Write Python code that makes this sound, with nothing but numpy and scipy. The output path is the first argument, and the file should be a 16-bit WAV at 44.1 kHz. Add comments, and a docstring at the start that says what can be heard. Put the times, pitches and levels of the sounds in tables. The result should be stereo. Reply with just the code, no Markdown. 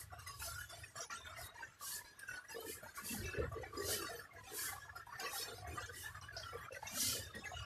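"""In a yard near a roof, a stiff broom sweeps wet leaves some metres from a phone while steady rain falls.
The broom is a mass of tiny clicks; rain, roof drumming and rumble are shaped noise. The phone's noise
suppressor lets only flickering patches of them through, and tones of wandering phase flare up among them.
Near drops ping and splash, one dull knock hits the phone, and a faint hiss lies under all.
Of the phone's two microphone ports, the left hears more middle and the right more treble."""
import sys
import numpy as np
from scipy import signal
from scipy.fft import rfft, irfft, next_fast_len
from scipy.io import wavfile
from scipy.ndimage import uniform_filter1d, map_coordinates

SR = 44100
rng = np.random.default_rng(int(sys.argv[2]) if len(sys.argv) > 2 else 0)


def to_wav(s):
    """Save 16-bit WAV."""
    ch = np.atleast_2d(s).T  # columns
    pcm = np.round(np.clip(ch, -1, 1) * 32767)  # PCM
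    wavfile.write(sys.argv[1], SR, pcm.astype(np.int16))


N = 337365  # length in samples

# broom strokes before the suppressor: full contact from t/s, rise t/s, hold t/s, fall t/s,
# scrape level/dB, hiss level/dB relative to the scrape
BROOM_STROKES = [(0.0, 0.19, 0.0021, 0.1, -44.5, 3.5), (0.425, 0.21, 0.044, 0.15, -45, 1),
                 (1.388, 0.052, 0.078, 0.038, -53, 7.5), (1.822, 0.053, 0.13, 0.2, -45, 2),
                 (2.704, 0.34, 0.03, 0.13, -50.5, 7), (2.961, 0.018, 0.015, 0.096, -47.5, 3),
                 (3.06, 0.1, 0.073, 0.27, -45, 2.5), (3.897, 0.24, 0.027, 0.18, -39.5, -1.5),
                 (4.572, 0.22, 0.09, 0.27, -44, 3), (5.344, 0.17, 0.027, 0.26, -44.5, 2.5),
                 (5.951, 0.076, 0.069, 0.29, -51.5, 6.5), (7.025, 0.32, 0.061, 0.3, -38.5, -2)]
# colour of the bristle clicks: f/Hz, level/dB
BRISTLE_COLOUR = [(880, -43), (1500, -42), (2150, -4), (2480, -14), (2860, 7.5), (3490, 3), (4470, 11.5),
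                  (5100, 10), (12100, 4.5), (14500, -4.5)]
STROKE_EDGE_DB, STROKE_CURVE = 31.5, 1.27  # loss at the end of a rise or fall; how round the shoulders are

# near drops: t/s, ping level/dB, pitch f/Hz, time for the splash to fall 60 dB t/s,
# splash level/dB and wide tick level/dB relative to the drop, splash spread as a pitch ratio
NEAR_DROPS = [(1.005, -36, 5760, 0.2, -7.5, -30, 1.12), (1.265, -48, 3350, 0.05, -2, -3, 1.1),
              (2.191, -45, 8900, 0.17, -10, 3, 1.12), (4.96, -50, 11600, 0.18, -15.5, -13, 1.08),
              (5.198, -38.5, 6940, 0.11, -12, 2, 1.12), (5.86, -47, 6300, 0.06, -1, -12, 1.09),
              (6.213, -44, 5660, 0.061, -10, -23, 1.08), (6.366, -34.5, 4970, 0.32, -8.5, -37, 1.157),
              (6.869, -39, 6090, 0.2, -5.5, -23, 1.09), (7.349, -54, 9250, 0.23, -5, 10, 1.12)]
PING_RISE_S, PING_T60_S = 0.0012, 0.022  # T60: time to fall 60 dB
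TICK_RISE_S, TICK_T60_S = 0.007, 0.04
CRACKLE_DB, CRACKLE_S = 2, 0.0018  # a splash breaks into grains: how uneven, and how long

# one dull knock on the phone
THUMP_S, THUMP_DB, THUMP_HZ, THUMP_T60_S = 3.386, -38.5, 113, 0.066

# loud narrow patches that flare through: start t/s, pitch f/Hz, level/dB, nominal length t/s
LOUD_FLARES = [(0.01, 1940, -55.5, 0.034), (0.118, 705, -55, 0.068), (0.12, 1386, -56.5, 0.04),
               (0.17, 1237, -61, 0.084), (0.265, 1996, -50, 0.04), (0.4, 890, -57, 0.068),
               (0.585, 2970, -59.5, 0.096), (0.715, 676, -58, 0.095), (0.835, 2530, -52, 0.019),
               (0.86, 1750, -54.5, 0.036), (0.259, 1130, -53, 0.13), (0.285, 5020, -56.5, 0.1),
               (0.399, 2580, -54.5, 0.06), (0.419, 4250, -63, 0.062), (0.418, 1390, -47.5, 0.036),
               (0.452, 683, -53, 0.06), (0.466, 1374, -51.5, 0.12), (0.554, 1456, -48, 0.11),
               (0.611, 1680, -48.5, 0.044), (0.831, 1840, -47, 0.021), (0.956, 5560, -58, 0.11),
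               (0.956, 7300, -55, 0.04), (0.957, 10000, -58.5, 0.15), (0.955, 670, -53, 0.021),
               (0.955, 1678, -53, 0.053), (0.985, 673, -52.5, 0.049), (1.015, 480, -57, 0.048),
               (1.04, 940, -63, 0.025), (1.098, 2380, -58, 0.028), (1.098, 2830, -64, 0.13),
               (1.1, 1162, -47.5, 0.038), (1.108, 1370, -48.5, 0.093), (1.097, 1893, -49, 0.061),
               (1.14, 8300, -53, 0.042), (1.205, 1050, -57.5, 0.032), (1.215, 3600, -54, 0.03),
               (1.245, 2250, -61.5, 0.15), (1.251, 3590, -56, 0.079), (1.345, 2820, -58.5, 0.032),
               (1.365, 2045, -53, 0.048), (1.44, 1095, -54, 0.021), (1.44, 1980, -57, 0.04),
               (1.55, 950, -60, 0.042), (1.55, 1720, -63, 0.096), (1.62, 1800, -52.5, 0.073),
               (1.62, 2690, -60.5, 0.04), (1.255, 1463, -44.5, 0.037), (1.379, 695, -54.5, 0.066),
               (1.43, 3800, -57, 0.1), (1.592, 937, -51.5, 0.045), (1.621, 1568, -50, 0.05),
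               (1.809, 1140, -46.5, 0.052), (1.82, 5600, -54, 0.11), (1.91, 4450, -54, 0.09),
               (1.937, 7000, -54, 0.056), (2.218, 1612, -47.5, 0.044), (2.28, 2680, -55.5, 0.082),
               (2.28, 5750, -60, 0.11), (2.285, 1492, -43.5, 0.053), (2.326, 1470, -45.5, 0.096),
               (2.482, 5750, -58, 0.031), (2.495, 2720, -55.5, 0.056), (2.5, 4950, -56, 0.1),
               (2.525, 1744, -47, 0.042), (2.488, 1700, -57, 0.058), (2.49, 1980, -57, 0.04),
               (2.545, 455, -48, 0.092), (2.56, 1150, -54, 0.04), (2.62, 923, -58, 0.065),
               (2.6, 11800, -58, 0.037), (2.705, 2095, -60, 0.074), (2.765, 1690, -58.5, 0.051),
               (2.81, 1415, -56.5, 0.084), (2.84, 1820, -59, 0.033), (2.855, 904, -55, 0.025),
               (2.885, 1570, -56, 0.025), (2.96, 1706, -62, 0.2), (2.965, 2250, -59, 0.045),
               (3.14, 800, -53, 0.031), (3.18, 1550, -55, 0.05), (3.225, 2300, -55, 0.11),
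               (3.355, 2000, -52, 0.028), (3.36, 1720, -52, 0.034), (3.415, 1340, -51, 0.053),
               (3.515, 670, -51, 0.036), (3.63, 2300, -60, 0.085), (2.645, 474, -51.5, 0.034),
               (2.82, 610, -56.5, 0.061), (2.96, 1435, -53, 0.078), (2.975, 1125, -48, 0.039),
               (3.02, 202, -58, 0.058), (3.082, 2684, -48, 0.066), (3.097, 215.4, -48, 0.15),
               (3.21, 374.5, -52, 0.12), (3.236, 2635, -52, 0.21), (3.252, 5860, -53.5, 0.054),
               (3.26, 1710, -47.5, 0.051), (3.312, 1500, -49.5, 0.091), (3.344, 406, -50.5, 0.05),
               (3.377, 570, -49.5, 0.036), (3.425, 100.5, -47, 0.11), (3.515, 1148, -48.5, 0.084),
               (3.547, 449, -48.5, 0.073), (3.624, 1927, -51, 0.038), (3.633, 782, -48, 0.031),
               (3.722, 1157, -49.5, 0.17), (3.759, 397.6, -52, 0.22), (3.763, 4960, -50, 0.068),
               (3.768, 7200, -56, 0.061), (3.806, 1910, -48.5, 0.057), (3.854, 405.8, -50.5, 0.22),
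               (3.9, 3040, -50.5, 0.12), (3.976, 1355, -50, 0.047), (3.994, 334, -49.5, 0.074),
               (4.011, 1168, -47.5, 0.082), (4.082, 667, -52, 0.085), (4.108, 469, -52.5, 0.11),
               (3.93, 2300, -50.5, 0.037), (4.065, 1964, -53, 0.05), (4.135, 1720, -55, 0.033),
               (4.187, 1730, -51, 0.032), (4.195, 1405, -55, 0.06), (4.235, 1750, -56, 0.043),
               (4.29, 1130, -62, 0.04), (4.305, 2134, -60.5, 0.073), (4.41, 112, -57, 0.018),
               (4.516, 416, -52, 0.056), (4.36, 1660, -55.5, 0.053), (4.575, 1676, -51.5, 0.067),
               (4.575, 2340, -57, 0.08), (4.575, 4480, -51, 0.066), (4.63, 1544, -52, 0.12),
               (4.635, 1340, -56, 0.05), (4.675, 2040, -50.5, 0.069), (4.685, 1158, -51, 0.096),
               (4.71, 1695, -56, 0.083), (4.81, 1670, -53.5, 0.071), (4.717, 815, -51.5, 0.063),
               (4.764, 1130, -49, 0.042), (4.892, 1696, -52, 0.035), (4.95, 1352, -48.5, 0.085),
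               (5.068, 950, -51, 0.044), (5.121, 1144, -49, 0.033), (5.181, 757, -51.5, 0.096),
               (5.196, 4900, -47, 0.02), (5.2, 2860, -56, 0.023), (5.229, 1150, -47.5, 0.085),
               (5.198, 1546, -49.5, 0.063), (5.249, 2640, -49, 0.068), (5.252, 1940, -46, 0.047),
               (4.875, 897, -57.5, 0.025), (4.965, 1840, -55, 0.025), (5.15, 1804, -50.5, 0.06),
               (5.225, 479, -56, 0.061), (5.315, 1110, -48, 0.028), (5.325, 1850, -52, 0.06),
               (5.33, 794, -50, 0.065), (5.35, 1385, -54, 0.057), (5.395, 465, -55, 0.047),
               (5.44, 1665, -55, 0.06), (5.46, 687, -61, 0.12), (5.515, 485, -54, 0.042),
               (5.56, 1440, -64.5, 0.08), (5.58, 723, -54, 0.04), (5.62, 1125, -63, 0.073),
               (5.665, 1685, -53, 0.023), (5.7, 385, -54.5, 0.043), (5.79, 2660, -56.5, 0.038),
               (5.8, 503, -55.5, 0.03), (5.82, 1395, -53, 0.054), (5.875, 472, -53.5, 0.042),
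               (5.62, 714, -52, 0.12), (5.696, 2450, -57.5, 0.077), (5.77, 1200, -45, 0.048),
               (5.768, 1950, -54, 0.065), (5.777, 1567, -53.5, 0.097), (5.88, 1510, -51.5, 0.045),
               (5.93, 1930, -53.5, 0.1), (6.03, 1510, -55, 0.026), (6.035, 862, -60, 0.054),
               (6.15, 1730, -51, 0.04), (6.215, 1158, -57, 0.11), (6.225, 100, -55.5, 0.071),
               (6.23, 2970, -59, 0.049), (6.285, 1653, -49.5, 0.04), (6.33, 1494, -54, 0.11),
               (6.525, 2250, -57.5, 0.045), (6.63, 2030, -58, 0.042), (6.645, 2370, -62, 0.044),
               (6.71, 2666, -57, 0.066), (6.755, 1540, -53, 0.045), (6.15, 1237, -50.5, 0.037),
               (6.364, 662, -51, 0.06), (6.431, 1360, -49.5, 0.17), (6.43, 3230, -52.5, 0.03),
               (6.456, 2970, -59, 0.071), (6.529, 469, -49.5, 0.061), (6.532, 1166, -50, 0.15),
               (6.707, 555, -50, 0.047), (6.746, 1950, -50, 0.038), (6.753, 571, -53.5, 0.05),
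               (6.827, 848, -46, 0.015), (6.868, 3690, -51.5, 0.039), (6.863, 2710, -51, 0.026),
               (6.912, 237.6, -56, 0.21), (6.92, 2800, -56, 0.041), (6.956, 1560, -53, 0.031),
               (6.962, 596, -52.5, 0.034), (6.97, 1320, -52, 0.025), (7.015, 2080, -51.5, 0.11),
               (7.035, 2800, -52, 0.068), (7.08, 2470, -55, 0.081), (7.14, 239, -66, 0.12),
               (7.17, 545, -57, 0.049), (7.26, 1640, -58, 0.032), (7.29, 1280, -53, 0.032),
               (7.34, 204, -57, 0.1), (7.345, 1130, -57, 0.027), (7.505, 1070, -56, 0.053),
               (7.56, 1386, -53.5, 0.093), (7.6, 1164, -56.5, 0.11), (7.015, 257, -53.5, 0.13),
               (7.123, 1360, -47, 0.018), (7.225, 5160, -59, 0.043), (7.225, 3660, -59, 0.12),
               (7.33, 3640, -63.5, 0.2), (7.446, 6560, -58, 0.098), (7.52, 3740, -62, 0.1),
               (7.339, 1900, -49, 0.064), (7.45, 2050, -45, 0.034), (7.435, 2620, -51.5, 0.026),
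               (7.459, 1686, -51, 0.056), (7.517, 731, -45, 0.033), (7.529, 2890, -51, 0.15)]
WEAK_FLARES, WEAK_HZ = 60, (680, 2200)  # how many weak flares; their pitch range
WEAK_DB, WEAK_S = (-62, -56.5), (0.04, 0.11)  # ranges of their level and length
FLUTTER, STEADY_S = 0.82, 0.41  # flutter depth of the shortest flares; length over which it shrinks

# slow level of the background before LIFT_DB: t/s, drone level/dB, roof drumming level/dB,
# rain hiss level/dB, upper hiss level/dB relative to the rain hiss
YARD_LEVEL = [(0.0, -52, -54, -58.5, 7.5), (0.43, -70.5, -56.5, -57, 4.5), (1.96, -72, -59, -64, -15.5),
              (2.53, -62.5, -57, -68, 11.5), (2.56, -55, -72, -62, -8), (2.94, -72, -55.5, -66.5, -2),
              (3.22, -61, -57.5, -55, -6.5), (3.41, -43, -53, -66, -21), (3.52, -62.5, -66, -68, 15),
              (3.58, -37, -55.5, -60.5, -19), (3.68, -73, -52.5, -75.5, 2), (3.77, -43.5, -61.5, -70, 8.5),
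              (3.94, -45.5, -50.5, -59, 14), (4.06, -63, -54, -66.5, 6), (4.32, -72, -58.5, -66.5, -3),
              (4.56, -57, -58, -60, -40), (5.05, -76.5, -55.5, -66, 1), (5.26, -54, -54.5, -53.5, -5.5),
              (5.94, -57, -60, -65, -5), (6.2, -89, -54.5, -61.5, -9), (6.56, -56, -59.5, -69, 1.5),
              (6.69, -82, -50, -69, -6), (6.71, -66, -70, -61, -3), (6.84, -85, -47, -68, -14),
              (7.01, -64, -54.5, -46.5, 8.5), (7.37, -45.5, -53, -61.5, -2), (7.65, -77, -61.5, -62, -24)]
# slow level of the far rumble before LIFT_DB: t/s, level/dB
FAR_RUMBLE_LEVEL = [(0.0, -70), (0.04, -55), (0.77, -55.5), (0.81, -50), (0.94, -72), (1.45, -54),
                    (1.49, -71), (2.43, -76.5), (2.85, -63), (2.96, -79), (3.26, -45.5), (3.37, -60),
                    (3.39, -47.5), (3.68, -57.5), (4.6, -68.5), (4.79, -57), (5.39, -70.5), (5.69, -51),
                    (6.03, -62.5), (6.07, -55), (7.01, -66), (7.05, -56), (7.5, -56), (7.65, -53)]
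# colour of the far rumble: f/Hz, level/dB
RUMBLE_COLOUR = [(18, -51), (30, -35), (50, -5), (66, 0), (86, 4), (115, -0.5), (170, -21), (220, -39),
                 (370, -120)]
# colour of the low drone: f/Hz, level/dB
DRONE_COLOUR = [(100, -56), (170, -11.5), (280, 1), (389, 6), (465, 7.5), (581, -1.5), (620, -6.5),
                (810, -60), (1360, -120)]
# roof resonances: f/Hz, width f/Hz, level/dB
ROOF_MODES = [(662, 97, 19.5), (1132, 74, 24.5), (1410, 146, 25.5), (1653, 94, 20.5)]
# colour of the rain hissing on leaves: f/Hz, level/dB
RAIN_COLOUR = [(1350, -79), (2300, 8), (2680, 9), (4230, 8.5), (4890, 9.5), (5800, 9.5), (6410, 7.5),
               (11800, -1), (13400, -2.5), (14500, -30)]
HISS_SPLIT_HZ = 8300  # border between lower and upper rain hiss
# colour of the faint, held-down rain: f/Hz, level/dB
BED_COLOUR = [(71, 0), (120, 4), (284, -12.5), (1530, -3), (1700, 12), (2480, -14.5), (5760, -26),
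              (8440, -67), (11400, -13.5), (13400, -47), (14500, -56)]

# the whole background sags and comes back: back at t/s, length t/s before DIP_STRETCH,
# depth level/dB before DIP_SHARE
BACKGROUND_DIPS = [(0.122, 0.13, 3), (0.191, 0.2, 6), (0.271, 0.065, 7.5), (0.396, 0.085, 7),
                   (0.695, 0.092, 5), (0.957, 0.12, 4.5), (1.103, 0.026, 18), (1.25, 0.078, 4),
                   (1.368, 0.029, 3.5), (1.544, 0.025, 5.5), (1.587, 0.19, 1), (1.803, 0.095, 5.5),
                   (2.045, 0.0091, 14), (2.195, 0.096, 2.5), (2.28, 0.038, 3.5), (2.444, 0.035, 6),
                   (2.493, 0.032, 7), (2.665, 0.024, 4), (2.829, 0.019, 4), (2.946, 0.014, 4.5),
                   (3.044, 0.021, 4), (3.521, 0.032, 5.5), (3.614, 0.073, 2.5), (3.738, 0.031, 5),
                   (4.332, 0.057, 8), (4.433, 0.0076, 16), (4.899, 0.089, 3.5), (4.958, 0.049, 6),
                   (5.064, 0.043, 6), (5.122, 0.024, 2), (5.2, 0.058, 3.5), (5.673, 0.1, 5.5),
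                   (5.78, 0.017, -0.5), (5.94, 0.056, 2), (6.147, 0.034, 5.5), (6.218, 0.016, 9.5),
                   (6.327, 0.044, 5.5), (6.723, 0.03, 15), (6.823, 0.025, 7), (7.346, 0.1, 4.5),
                   (7.446, 0.099, 4.5)]
DIP_RETURN_S, DIP_STRETCH = 0.0054, 1.96  # time to come back; factor on the listed length
SURGE, SURGE_S = 0.052, 0.0091  # overshoot after a dip as a share of its depth; how long it lasts
# one value each for rumble, drone, roof, lower hiss, upper hiss, faint rain:
DIP_SHARE = 0.49, 2.3, 1.45, 2.73, 3, 2.2  # how deeply each follows the dips
DIP_BLUR_S = 0.001, 0.001, 0.001, 0.016, 0.012, 0.004  # how softly each follows them
LIFT_DB = -0.7, -3, -4.5, 5.4, 9, -1.4  # added to the slow level
FLICKER_DB, FLICKER_RATE = (2.5, 5.1, 4.85, 4.45, 3.1, 1.5), 12  # random swells; knots a second

# colour of the even hiss under all: f/Hz, level/dB
FLOOR_COLOUR = [(100, 5.5), (250, -1), (600, -6), (1500, -3), (3000, -4.5), (6000, -12.5), (11000, -22.5),
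                (14300, -20)]
FLOOR_DB = -70.5

# how alike left and right are, 1 for the same; below 0 counts as 0: f/Hz, likeness
PORT_LIKENESS = [(60, 1), (130, 0.97), (290, 0.95), (620, 0.81), (1360, -0.29), (2960, 0.094), (6470, -0.6),
                 (14100, -0.42)]
# left port minus right port: f/Hz, level/dB
PORT_DIFFERENCE = [(60, 2.5), (110, 0), (200, 1.5), (370, 0), (680, 3), (1250, 7), (2290, 4.5), (4190, 2.5),
                   (7690, 1.5), (14100, -22.5)]
TOP_HZ, LOW_CUT_HZ = 14280, 40  # limits of what is heard


def broom():
    """Bristles flick over grit and leaves: dense tiny clicks of uneven size, in a scrape and a hiss range."""
    clicks = at_ports(rng.standard_normal((2, N)) * amp(1.8 * rng.exponential(size=N)))
    upper = lambda hz: 1 / (1 + (7500 / (hz + 1)) ** 6)
    colour = coloured(BRISTLE_COLOUR)
    scrape = unit(filtered(clicks, lambda hz: colour(hz) * (1 - upper(hz))))
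    hiss = unit(filtered(clicks, lambda hz: colour(hz) * upper(hz)))
    low, high, t = np.zeros(N), np.zeros(N), np.arange(N) / SR
    for s, rise, hold, fall, scrape_db, hiss_db in BROOM_STROKES:
        # 0 in full contact, growing as the bristles land and lift gradually
        off = np.maximum(np.maximum((s - t) / rise, (t - s - hold) / fall), 0)
        contact = amp(scrape_db - STROKE_EDGE_DB * off ** STROKE_CURVE)
        low += contact
        high += amp(hiss_db) * contact
    uneven = amp(0.25 * wobble(40))
    # firm strokes pass whole; light strokes and the ends of strokes break into streaks
    rasp = suppressed(uneven * low * scrape, over=2.4, floor_db=-14, memory_s=0.032, size=1024)
    swish = suppressed(uneven * high * hiss, over=1.5, floor_db=-14, memory_s=0.03, size=1024)
    return rasp + swish


def drops():
    """Each drop pings at its pitch and leaves a short splash of noise around it, some with a wider tick."""
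    out, t = np.zeros((2, N + SR)), np.arange(SR // 5) / SR
    for s, db, hz, t60, splash_db, tick_db, spread in NEAR_DROPS:
        edges = [hz / spread, min(hz * spread, TOP_HZ)]
        band = signal.butter(3, edges, "band", fs=SR, output="sos")
        noise = rng.standard_normal((2, len(t)))
        bumps = uniform_filter1d(rng.standard_normal(len(t)), size=round(CRACKLE_S * SR))
        grains = amp(CRACKLE_DB * unit(bumps))
        ping = 1.1 * amp(-60 * t / PING_T60_S) * np.sin(2 * np.pi * hz * t)
        splash = amp(splash_db - 60 * t / t60) * unit(signal.sosfilt(band, grains * noise))
        tick = amp(tick_db - 60 * t / TICK_T60_S) * noise * np.minimum(t / TICK_RISE_S, 1)
        rise = 1 - np.exp(-t / PING_RISE_S)
        at = round(s * SR)
        out[:, at:at + len(t)] += amp(db) * rise * (ping + splash + tick)
    return filtered(out[:, :N], lambda hz: hz > 2000)


def thump():
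    """A knock is a low tone that fades quickly, alike in both ports."""
    t = np.maximum(np.arange(N) / SR - THUMP_S, 0)
    return 2.1 * amp(THUMP_DB - 60 * t / THUMP_T60_S) * np.sin(2 * np.pi * THUMP_HZ * t)


def flares():
    """The loud flares, and weak ones at random that sink with the dips."""
    low, high = np.transpose([(0, N / SR), np.log(WEAK_HZ), WEAK_DB, WEAK_S])
    s, log_hz, db, length = (low + (high - low) * rng.random((WEAK_FLARES, 4))).T
    loud = flare(LOUD_FLARES)
    weak = flare(zip(s, np.exp(log_hz), db, length))
    return loud + amp(dips_db()) * weak


def flare(rows):
    """Each flare is a tone of wandering phase that rises fast, flutters and fades."""
    out = np.zeros((2, N + SR))
    for s, hz, db, length in rows:
        t = np.arange(round(min(1.26 * length, 0.49) * SR)) / SR
        steps = np.repeat(rng.standard_normal((2, SR // 16)), repeats=8, axis=1)[:, :len(t)]
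        phase = 0.016 * np.cumsum(steps, 1) + rng.uniform(0, 2 * np.pi, (2, 1))
        beat_hz, beat_phase = rng.uniform((20, 0), (50, 2 * np.pi))
        depth = FLUTTER * np.exp(-length / STEADY_S)  # longer flares flutter less
        flutter = 1 + depth * np.sin(2 * np.pi * beat_hz * t + beat_phase)
        shape = np.sin(np.pi * (t / t[-1]) ** 0.42) ** 1.56 * flutter
        tone = np.sqrt(2) * np.sin(2 * np.pi * hz * t + phase)
        at = round(s * SR)
        out[:, at:at + len(t)] += amp(db) * shape * tone
    return at_ports(out[:, :N])


def roof_response(hz):
    """The roof rings in a few broad resonances, whose powers add up."""
    power = sum(amp(2 * db) / (1 + (2 * (hz - centre) / width) ** 2) for centre, width, db in ROOF_MODES)
    return np.sqrt(power) * (hz > 600) * (hz < 2500)


def background(gains):
    """Far rumble, a low drone, rain drumming in the roof's resonances and rain hissing on leaves."""
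    rumble = steady(coloured(RUMBLE_COLOUR), over=0.088, floor_db=-8, memory_s=0.0056)
    drone = steady(coloured(DRONE_COLOUR), over=0.95, floor_db=-21, memory_s=0.045)
    roof = steady(roof_response, over=1.05, floor_db=-24, memory_s=0.045)
    hiss = steady(coloured(RAIN_COLOUR), over=1.12, floor_db=-30, memory_s=0.05, size=1024)
    upper = filtered(hiss, lambda hz: 1 / (1 + (HISS_SPLIT_HZ / (hz + 1)) ** 4))
    layers = rumble, drone, roof, hiss - upper, upper
    return sum(gain * layer for gain, layer in zip(gains, layers))


def bed(gain):
    """The faint, streaky remainder of the rain under everything: suppressed noise at a changing level."""
    return gain * steady(coloured(BED_COLOUR), over=1.1, floor_db=-26, memory_s=0.035, size=1024)


def floor():
    """An even, faint hiss that never dips: plain coloured noise."""
    noise = at_ports(rng.standard_normal((2, N)))
    return amp(FLOOR_DB) * unit(filtered(noise, coloured(FLOOR_COLOUR)))


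def levels():
    """Gains of the five background layers and the faint rain: slow level, shared dips and a flicker each."""
    drone_db, roof_db, hiss_db, upper_db = curves(YARD_LEVEL)
    rumble_db, = curves(FAR_RUMBLE_LEVEL)
    # the faint rain follows the slow level of the roof
    slow = rumble_db, drone_db, roof_db, hiss_db, hiss_db + upper_db, roof_db
    dip, gains = dips_db(), []
    for db, lift, share, blur, flicker in zip(slow, LIFT_DB, DIP_SHARE, DIP_BLUR_S, FLICKER_DB):
        sag = share * uniform_filter1d(dip, size=round(blur * SR))
        gains.append(amp(db + lift + sag + flicker * wobble(FLICKER_RATE)))
    return gains


def dips_db():
    """Each dip sinks steadily, returns quickly and overshoots a little."""
    t, out = np.arange(N) / SR, np.zeros(N)
    for back, length, depth_db in BACKGROUND_DIPS:
        bottom = back - DIP_RETURN_S
        times = [bottom - DIP_STRETCH * length, bottom, back, back + SURGE_S]
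        out += np.interp(t, times, [0, -depth_db, SURGE * depth_db, 0])
    return out


def steady(colour, over, floor_db, memory_s, size=512):
    """Steady noise after the suppressor, then coloured, at rms 1."""
    noise = at_ports(rng.standard_normal((2, N)))
    return unit(filtered(suppressed(noise, over, floor_db, memory_s, size), colour))


def suppressed(x, over, floor_db, memory_s, size=512):
    """Each narrow band passes only while it stands above its own long mean; both sides share the gain."""
    hop = size // 4
    bands = signal.stft(x, nperseg=size, noverlap=size - hop)[2]

    def lag(v, s):
        keep = np.exp(-hop / SR / s)
        return signal.lfilter([1 - keep], [1, -keep], v)

    power = uniform_filter1d(lag(np.abs(bands.sum(0)) ** 2, memory_s), size=2, axis=0) + 1e-20
    gain = np.clip(1 - over * power.mean(1, keepdims=True) / power, amp(floor_db), 1)
    gain = np.maximum(gain, lag(gain, 0.0019))  # opens at once, closes more slowly
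    return signal.istft(bands * gain, nperseg=size, noverlap=size - hop)[1][:, :N]


def at_ports(pair):
    """Two unrelated signals mixed to the likeness of the two microphone ports."""
    turn = lambda hz: np.arccos(np.clip(along(PORT_LIKENESS, hz), 0, 1)) / 2
    mid, side = filtered(pair, lambda hz: np.array([np.cos(turn(hz)), np.sin(turn(hz))]))
    return np.array([mid + side, mid - side])


def wobble(rate):
    """A smooth random curve, rate knots a second and 40 at most."""
    knots = rng.standard_normal(int(N / SR * 40) + 4)
    return map_coordinates(knots, [np.arange(N) * min(rate, 40) / SR])


def amp(db):
    """Gain of a level in dB."""
    return 10 ** (np.asarray(db) / 20)


def unit(x):
    """x at rms 1."""
    return x / np.sqrt(np.mean(x ** 2) + 1e-20)


def along(points, hz):
    """Values between (f/Hz, value) points, read along a log pitch axis."""
    f, v = np.transpose(points)
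    return np.interp(np.log(hz + 1), np.log(f + 1), v)


def coloured(points):
    """Response of frequency that follows (f/Hz, level/dB) points."""
    return lambda hz: amp(along(points, hz))


def curves(rows):
    """One value per sample for each column after the time."""
    s, *columns = np.transpose(rows)
    return [np.interp(np.arange(N) / SR, s, column) for column in columns]


def filtered(x, response):
    """x times a response of frequency."""
    m = next_fast_len(N + SR // 4)
    return irfft(rfft(x, m) * response(np.fft.rfftfreq(m, 1 / SR)), m)[..., :N]


def scene():
    """Broom, rain, drops and knock together."""
    *gains, faint = levels()
    return broom() + background(gains) + flares() + bed(faint) + drops() + thump() + floor()


def record(dry):
    """The two ports differ in colour; the deepest bass is cut and nothing is kept above the band limit."""
    def response(hz):
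        tilt = amp(np.outer([0.5, -0.5], along(PORT_DIFFERENCE, hz)))
        bass_cut = 1 / (1 + (LOW_CUT_HZ / (hz + 1)) ** 4)
        return tilt / np.mean(tilt, 0) * (hz < TOP_HZ) * bass_cut

    return filtered(dry, response)


dry = scene()
out = record(dry)
to_wav(out)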